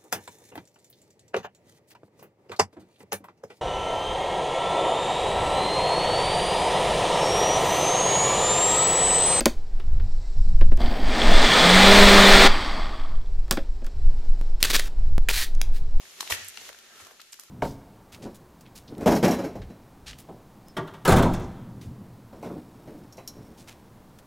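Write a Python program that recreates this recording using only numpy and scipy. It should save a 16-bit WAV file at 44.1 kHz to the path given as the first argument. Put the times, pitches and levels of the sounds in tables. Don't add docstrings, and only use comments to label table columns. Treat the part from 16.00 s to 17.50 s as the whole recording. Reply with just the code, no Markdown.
import sys
import numpy as np
from scipy import signal
from scipy.fft import rfft, irfft
from scipy.io import wavfile

SR = 44100
rng = np.random.default_rng(int(sys.argv[2]) if len(sys.argv) > 2 else 0)


def materialize(psi):
    bounded = np.clip(np.atleast_2d(psi).T, -1, 1)
    quanta = np.round(bounded * 32767).astype(np.int16)
    wavfile.write(sys.argv[1], SR, quanta)


N = 66150

# start_s, pitch_hz, ring_db, crack_db, decay_s, pan_db (above 0 is to the left)
SNAPS = [(.033, 1210, -57, -61, .003, 6), (0.054, 1810, -50.5, -63, 0.0016, -9),
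         (.119, 2200, -59, -58, 0.0018, 0), (.185, 600, -52.5, -51, 0.0016, 3),
         (0.2033, 2180, -52.5, -45, 0.0033, -14), (.2066, 1410, -33, -43, 0.0011, -2),
         (.2069, 4440, -27, -45, 0.0014, 4.5), (0.2086, 4960, -34, -29.5, 0.0019, 4),
         (.219, 3800, -47, -49, 0.0017, -13), (.2285, 1000, -37, -39.5, 0.00088, 3),
         (0.27, 800, -47, -56, 0.0012, -4), (0.2761, 3030, -37.5, -47, 0.00062, -5),
         (0.3007, 1020, -35, -35, .002, -2), (0.302, 3860, -37, -34, 0.0018, -4),
         (0.3044, 800, -38, -43, 0.0043, 14), (.309, 1120, -30, -30.5, 0.00084, -5),
         (.311, 2920, -39, -52, 0.0013, -5), (0.316, 2030, -39, -36, 0.0026, 3),
         (0.3213, 2300, -25.5, -28, 0.0014, 0), (0.3248, 1674, -23.5, -41, 0.0012, -0.5),
         (0.3239, 2760, -28.5, -36, 0.00064, 8), (0.3256, 2640, -39, -28, 0.0039, -1.5),
         (.336, 1700, -38, -35, 0.0026, 2), (0.344, 2300, -59, -37, 0.0032, -5),
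         (.3515, 2420, -49, -52, 0.002, -10), (.544, 3000, -50, -56, .002, 3),
         (0.5733, 2600, -35.5, -58, 0.0018, 2), (0.5727, 4500, -41.5, -58, .0008, 4),
         (0.575, 900, -48.5, -60, 0.0016, 4), (.581, 2600, -47, -47, .002, 1),
         (0.613, 5040, -46, -61, 0.00091, -4), (.616, 440, -50.5, -49, 0.0024, -3),
         (.654, 3780, -47.5, -54, 0.00082, 3), (0.666, 1200, -53, -54, 0.0036, 0),
         (.689, 2960, -57, -44, 0.004, 0), (0.6914, 1420, -38.5, -64, 0.0015, 0),
         (.696, 520, -44, -54, 0.0027, 0), (.7275, 1070, -51, -62, 0.00079, 0),
         (.729, 3700, -48.5, -53, 0.0017, 9), (.746, 1700, -48, -55, 0.0014, -1),
         (.788, 3640, -48.5, -49.5, 0.0016, 4), (0.999, 1300, -46, -56, 0.0054, -2),
         (1.01, 6600, -52, -63, .001, 3), (1.049, 6100, -50.5, -62, .0015, 8),
         (1.068, 1210, -47, -48, .003, -1), (1.11, 1700, -49, -55, 0.0013, 1),
         (1.115, 523, -53, -52, 0.003, -1), (1.1974, 1500, -46, -62, 0.002, 4),
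         (1.2022, 3620, -47, -53, 0.0035, -4), (1.215, 3780, -44.5, -47, 0.0028, 5),
         (1.327, 5600, -44.5, -52, 0.0023, 8), (1.3308, 6200, -41, -44, 0.0018, -4),
         (1.3319, 2380, -47.5, -74, 0.002, -1), (1.3398, 4670, -49, -53, .0018, 7),
         (1.3416, 2010, -52, -46, 0.0023, 6), (1.3913, 1270, -51, -59, .0015, 1),
         (1.396, 6000, -50, -39.5, 0.0027, 5), (1.406, 11100, -51, -57, .005, -13),
         (1.435, 1280, -54.5, -46, 0.0022, 1), (1.445, 11100, -63, -60, 0.0012, 5)]
# frequency_hz, gain_db
CRACK_TONE = [(100, -26.5), (230, -6.5), (600, -7.5), (1500, -5.5), (3000, -7), (6500, 1.5), (9000, -4),
              (14500, -1)]
# time_s, level_db
SLIDE_LEVEL = [(0, -51.5), (.16, -52.5), (.2, -49), (.235, -50), (.295, -44), (.305, -30), (.335, -35),
               (.37, -42.5), (.43, -44), (.52, -50), (.59, -49), (.69, -46.5), (.715, -54.5), (.93, -55.5),
               (1.005, -51), (1.08, -55.5), (1.15, -59), (1.5, -59.5)]
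# frequency_hz, gain_db
SLIDE_TONE = [(100, -23), (220, -23), (500, -13.5), (720, -8), (1050, -14), (1900, -0.5), (2900, 1.5),
              (5000, -2), (7000, 0), (8000, -12.5), (14500, -20)]
# frequency_hz, gain_db
RUMBLE_TONE = [(20, -9), (60, 7), (150, -7.5), (400, -14.5), (2000, -57)]
# pitch_hz, width_hz, gain_db
HOLLOW_NOTES = [(1355, 76, -0.5), (1607, 37, -6), (1795, 76, -1.5), (2700, 100, -20), (2990, 120, -12)]
# time_s, level_db
HOLLOW_LEVEL = [(0, -70), (.28, -60), (.33, -47.5), (.4, -53.5), (.5, -64), (.8, -68.5), (.92, -58),
                (1.02, -56), (1.16, -67), (1.27, -71), (1.5, -72)]
# time_s, level_db
FINGER_LEVEL = [(0, -60.5), (.16, -63.5), (.22, -55.5), (.29, -59.5), (.31, -49.5), (.37, -53), (.5, -67.5),
                (.6, -60), (.69, -59), (.73, -64), (.88, -65), (.93, -61.5), (1.02, -58.5), (1.12, -62),
                (1.25, -71.5), (1.41, -74), (1.44, -67), (1.5, -79)]
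# frequency_hz, gain_db
FINGER_TONE = [(100, -17), (220, -1), (300, -5.5), (385, 3.5), (470, -3), (640, 0), (800, -3), (1200, -3),
               (2500, -17), (8000, -45)]
# time_s, level_db
FIZZ_LEVEL = [(0, -56), (.19, -54.5), (.225, -47), (.295, -51.5), (.305, -34), (.35, -37), (.375, -50),
              (.43, -52.5), (.52, -56.5), (.68, -51.5), (.72, -61), (.93, -61), (1.01, -54.5),
              (1.16, -63.5), (1.385, -62), (1.41, -58), (1.5, -62)]
# frequency_hz, gain_db
FIZZ_TONE = [(300, -54), (4000, 1), (7500, 0.5), (11000, 3.5), (14500, -3.5)]
# time_s, level_db
TICKS = [(0.4465, -41.5), (.4528, -48), (.4602, -52), (.469, -48), (.4808, -42), (0.4853, -34),
         (.4892, -46), (.494, -42), (0.501, -44), (1.3234, -45.5), (1.3972, -40)]
# frequency_hz, gain_db
TICK_TONE = [(200, -50), (4000, -39), (6000, -3), (8200, 8.5), (10500, 0.5), (14500, -2)]
# start_s, pitch_hz, level_db, rise_s, decay_s
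THUMPS = [(0.3181, 91.6, -42, 0.003, 0.03), (0.402, 94.2, -51.5, 0.032, 0.034),
          (.697, 63, -63, 0.0077, 0.013), (1.013, 92.5, -55.5, 0.021, 0.0097)]
# frequency_hz, fade_s
ECHO_FADE = [(200, 0.4), (1500, .35), (5000, 0.57), (14000, 0.17)]
# frequency_hz, gain_db
HISS_TONE = [(20, 2.5), (100, -3.5), (220, -0.5), (1000, -12), (4000, -1.5), (14500, -12)]
# frequency_hz, likeness (0 to 1)
STEREO_LIKENESS = [(60, 0.29), (150, 0.78), (500, 0.83), (1500, 0.43), (3000, 0.15), (6000, 0.024),
                   (14000, 0.088)]
# frequency_hz, pan_db
STEREO_BALANCE = [(200, 1.5), (1500, 0), (4000, 0.5), (7000, 3.5), (7900, -9), (9500, 0.5), (14000, 0)]

CUTOFF_HZ = 14750
TIME_S = np.arange(N) / SR
FREQUENCY_HZ = np.fft.rfftfreq(N, 1 / SR)


def crease_snaps():
    out = np.zeros((2, N))
    for start_s, pitch_hz, ring_db, crack_db, decay_s, pan_db in SNAPS:
        ring = resonate(film_jolt(decay_s, flutter=1.7), pitch_hz, sharpness=2)
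        soften = signal.butter(2, min(pitch_hz * 2.13, CUTOFF_HZ), fs=SR)
        ring = signal.lfilter(*soften, ring)
        crack = shape_tone(film_jolt(decay_s, flutter=7), CRACK_TONE)
        snap = at_level(ring, ring_db) + at_level(crack, crack_db)
        add(out, start_s, snap * pan(pan_db))
    return out


def film_jolt(decay_s, flutter, size=2048):
    likeness, rise_s = 0.44, 0.00074
    t = np.arange(size) / SR
    noise = rng.standard_normal((3, size))
    shiver = np.sqrt(likeness) * noise[0] + np.sqrt(1 - likeness) * noise[1:]
    shiver = shiver * np.exp(-t / decay_s) * (1 - np.exp(-t / rise_s))
    strength = flutter * decay_s / 0.0018
    jolt = t == 0
    return jolt + strength * unit(shiver) / np.sqrt(size)


def film_rustle():
    rub = friction(SLIDE_TONE) + gain(-26) * friction(RUMBLE_TONE)
    ringing = hollow_ring() + tight_film()
    fingers = friction(FINGER_TONE) * loudness(FINGER_LEVEL)
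    fizz = friction(FIZZ_TONE) * loudness(FIZZ_LEVEL)
    return rub * loudness(SLIDE_LEVEL) + ringing + fingers + fizz


def tiny_slips(slips_per_s=3500, smooth_share=0.56):
    sizes = gain(3 * np.minimum(rng.exponential(1, (2, N)), 4.5))
    signs = rng.choice([-1, 1], (2, N))
    slipping = rng.random((2, N)) < slips_per_s / SR
    grainy = np.sqrt(1 - smooth_share) * unit(sizes * signs * slipping)
    smooth = np.sqrt(smooth_share) * rng.standard_normal((2, N))
    return widen(grainy + smooth)


def friction(tone):
    return unit(shape_tone(tiny_slips(), tone))


def hollow_ring():
    notes = sum(gain(level_db) * unit(resonate(tiny_slips(), pitch_hz, pitch_hz / width_hz))
                for pitch_hz, width_hz, level_db in HOLLOW_NOTES)
    return unit(notes) * loudness(HOLLOW_LEVEL)


def tight_film(start_s=0.325, decay_s=0.14):
    ring = unit(resonate(tiny_slips(), pitch_hz=1840, sharpness=9.3))
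    fade = (TIME_S > start_s) * np.exp(-abs(TIME_S - start_s) / decay_s)
    return gain(-45.5) * ring * fade


def peel_ticks(width_s=0.00066, size=512):
    out = np.zeros((2, N))
    t = np.arange(size) / SR
    for time_s, level_db in TICKS:
        burst = rng.standard_normal((2, size)) * np.exp(-(t / width_s - 1) ** 2)
        tick = at_level(shape_tone(burst, TICK_TONE), level_db)
        add(out, time_s - width_s / 2, tick * pan(-5))
    return out


def faint_crinkles(per_pitch_per_s=22):
    out = np.zeros((2, N))
    for pitch_hz in np.geomspace(1300, 9000, 16):
        sizes = gain(3 * np.minimum(rng.exponential(1, N), 3))
        creasing = rng.random(N) < per_pitch_per_s / SR
        clicks = sizes * creasing * pan(rng.normal(1, 11.5, N))
        out += unit(resonate(clicks, pitch_hz, sharpness=10))
    return gain(-10.5) * unit(out) * loudness(SLIDE_LEVEL)


def air_push(peak_s=0.3245, pitch_hz=57, width_s=0.0069):
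    t = TIME_S - peak_s
    return -gain(-43.5) * np.exp(-(t / width_s) ** 2 / 2) * np.cos(2 * np.pi * pitch_hz * t)


def hand_thumps():
    out = np.zeros(N)
    for start_s, pitch_hz, level_db, rise_s, decay_s in THUMPS:
        t = np.maximum(TIME_S - start_s, 0)
        swell = np.minimum(t / rise_s, 1)
        fade = np.exp(-np.maximum(t - rise_s, 0) / decay_s)
        out += gain(level_db) * swell * fade * np.sin(2 * np.pi * pitch_hz * t)
    return out


def room_echo(sound, rise_s=0.0041):
    hz, t, bands = signal.stft(rng.standard_normal((2, SR // 2)), SR, nperseg=256)
    fade = gain(-60 * t / look_up(ECHO_FADE, hz)[:, None])
    tail = signal.istft(bands * fade, SR)[1]
    tail *= np.minimum(np.arange(tail.shape[1]) / SR / rise_s, 1)
    return signal.fftconvolve(sound, tail / np.linalg.norm(tail[0]), axes=1)[:, :N]


def room_hiss():
    noise = widen(rng.standard_normal((2, N)))
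    return gain(-67) * unit(shape_tone(noise, HISS_TONE))


def gain(db):
    return 10 ** (np.asarray(db) / 20)


def unit(sound):
    return sound / np.sqrt(np.mean(sound ** 2) + 1e-20)


def at_level(sound, level_db, span_s=0.0034):
    return gain(level_db) * unit(sound) * np.sqrt(span_s * SR / sound.shape[1])


def loudness(curve):
    return gain(np.interp(TIME_S, *np.transpose(curve)))


def look_up(table, hz):
    row_hz, values = np.transpose(table)
    return np.interp(np.log(hz + 1), np.log(row_hz + 1), values)


def shape_tone(sound, tone):
    hz = abs(np.fft.fftfreq(sound.shape[-1], 1 / SR))
    log_gain = np.log(gain(look_up(tone, hz)))
    response = np.exp(np.conj(signal.hilbert(log_gain)))
    return np.fft.ifft(np.fft.fft(sound) * response).real


def resonate(sound, pitch_hz, sharpness):
    return signal.lfilter(*signal.iirpeak(pitch_hz, sharpness, SR), sound)


def pan(db):
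    return gain(np.array([db, -db]).reshape(2, -1) / 2)


def widen(pair):
    likeness = look_up(STEREO_LIKENESS, FREQUENCY_HZ)
    mid, side = rfft(pair) * np.sqrt([1 + likeness, 1 - likeness])
    balance = pan(look_up(STEREO_BALANCE, FREQUENCY_HZ))
    return irfft(np.array([mid + side, mid - side]) * balance, N)


def add(mix, start_s, sound):
    part = mix[:, max(round(start_s * SR), 0):][:, :sound.shape[1]]
    part += sound[:, :part.shape[1]]


def scene():
    snaps = crease_snaps()
    hiss = room_hiss()
    echo = gain(-9.5) * room_echo(snaps)
    wrap = snaps + peel_ticks() + faint_crinkles() + film_rustle()
    return wrap + air_push() + hand_thumps() + echo + hiss


def record(dry):
    low_pass = signal.firwin(255, CUTOFF_HZ, window=("kaiser", 9), fs=SR)
    return signal.oaconvolve(dry, low_pass[None], "same")


dry = scene()
out = record(dry)
materialize(out)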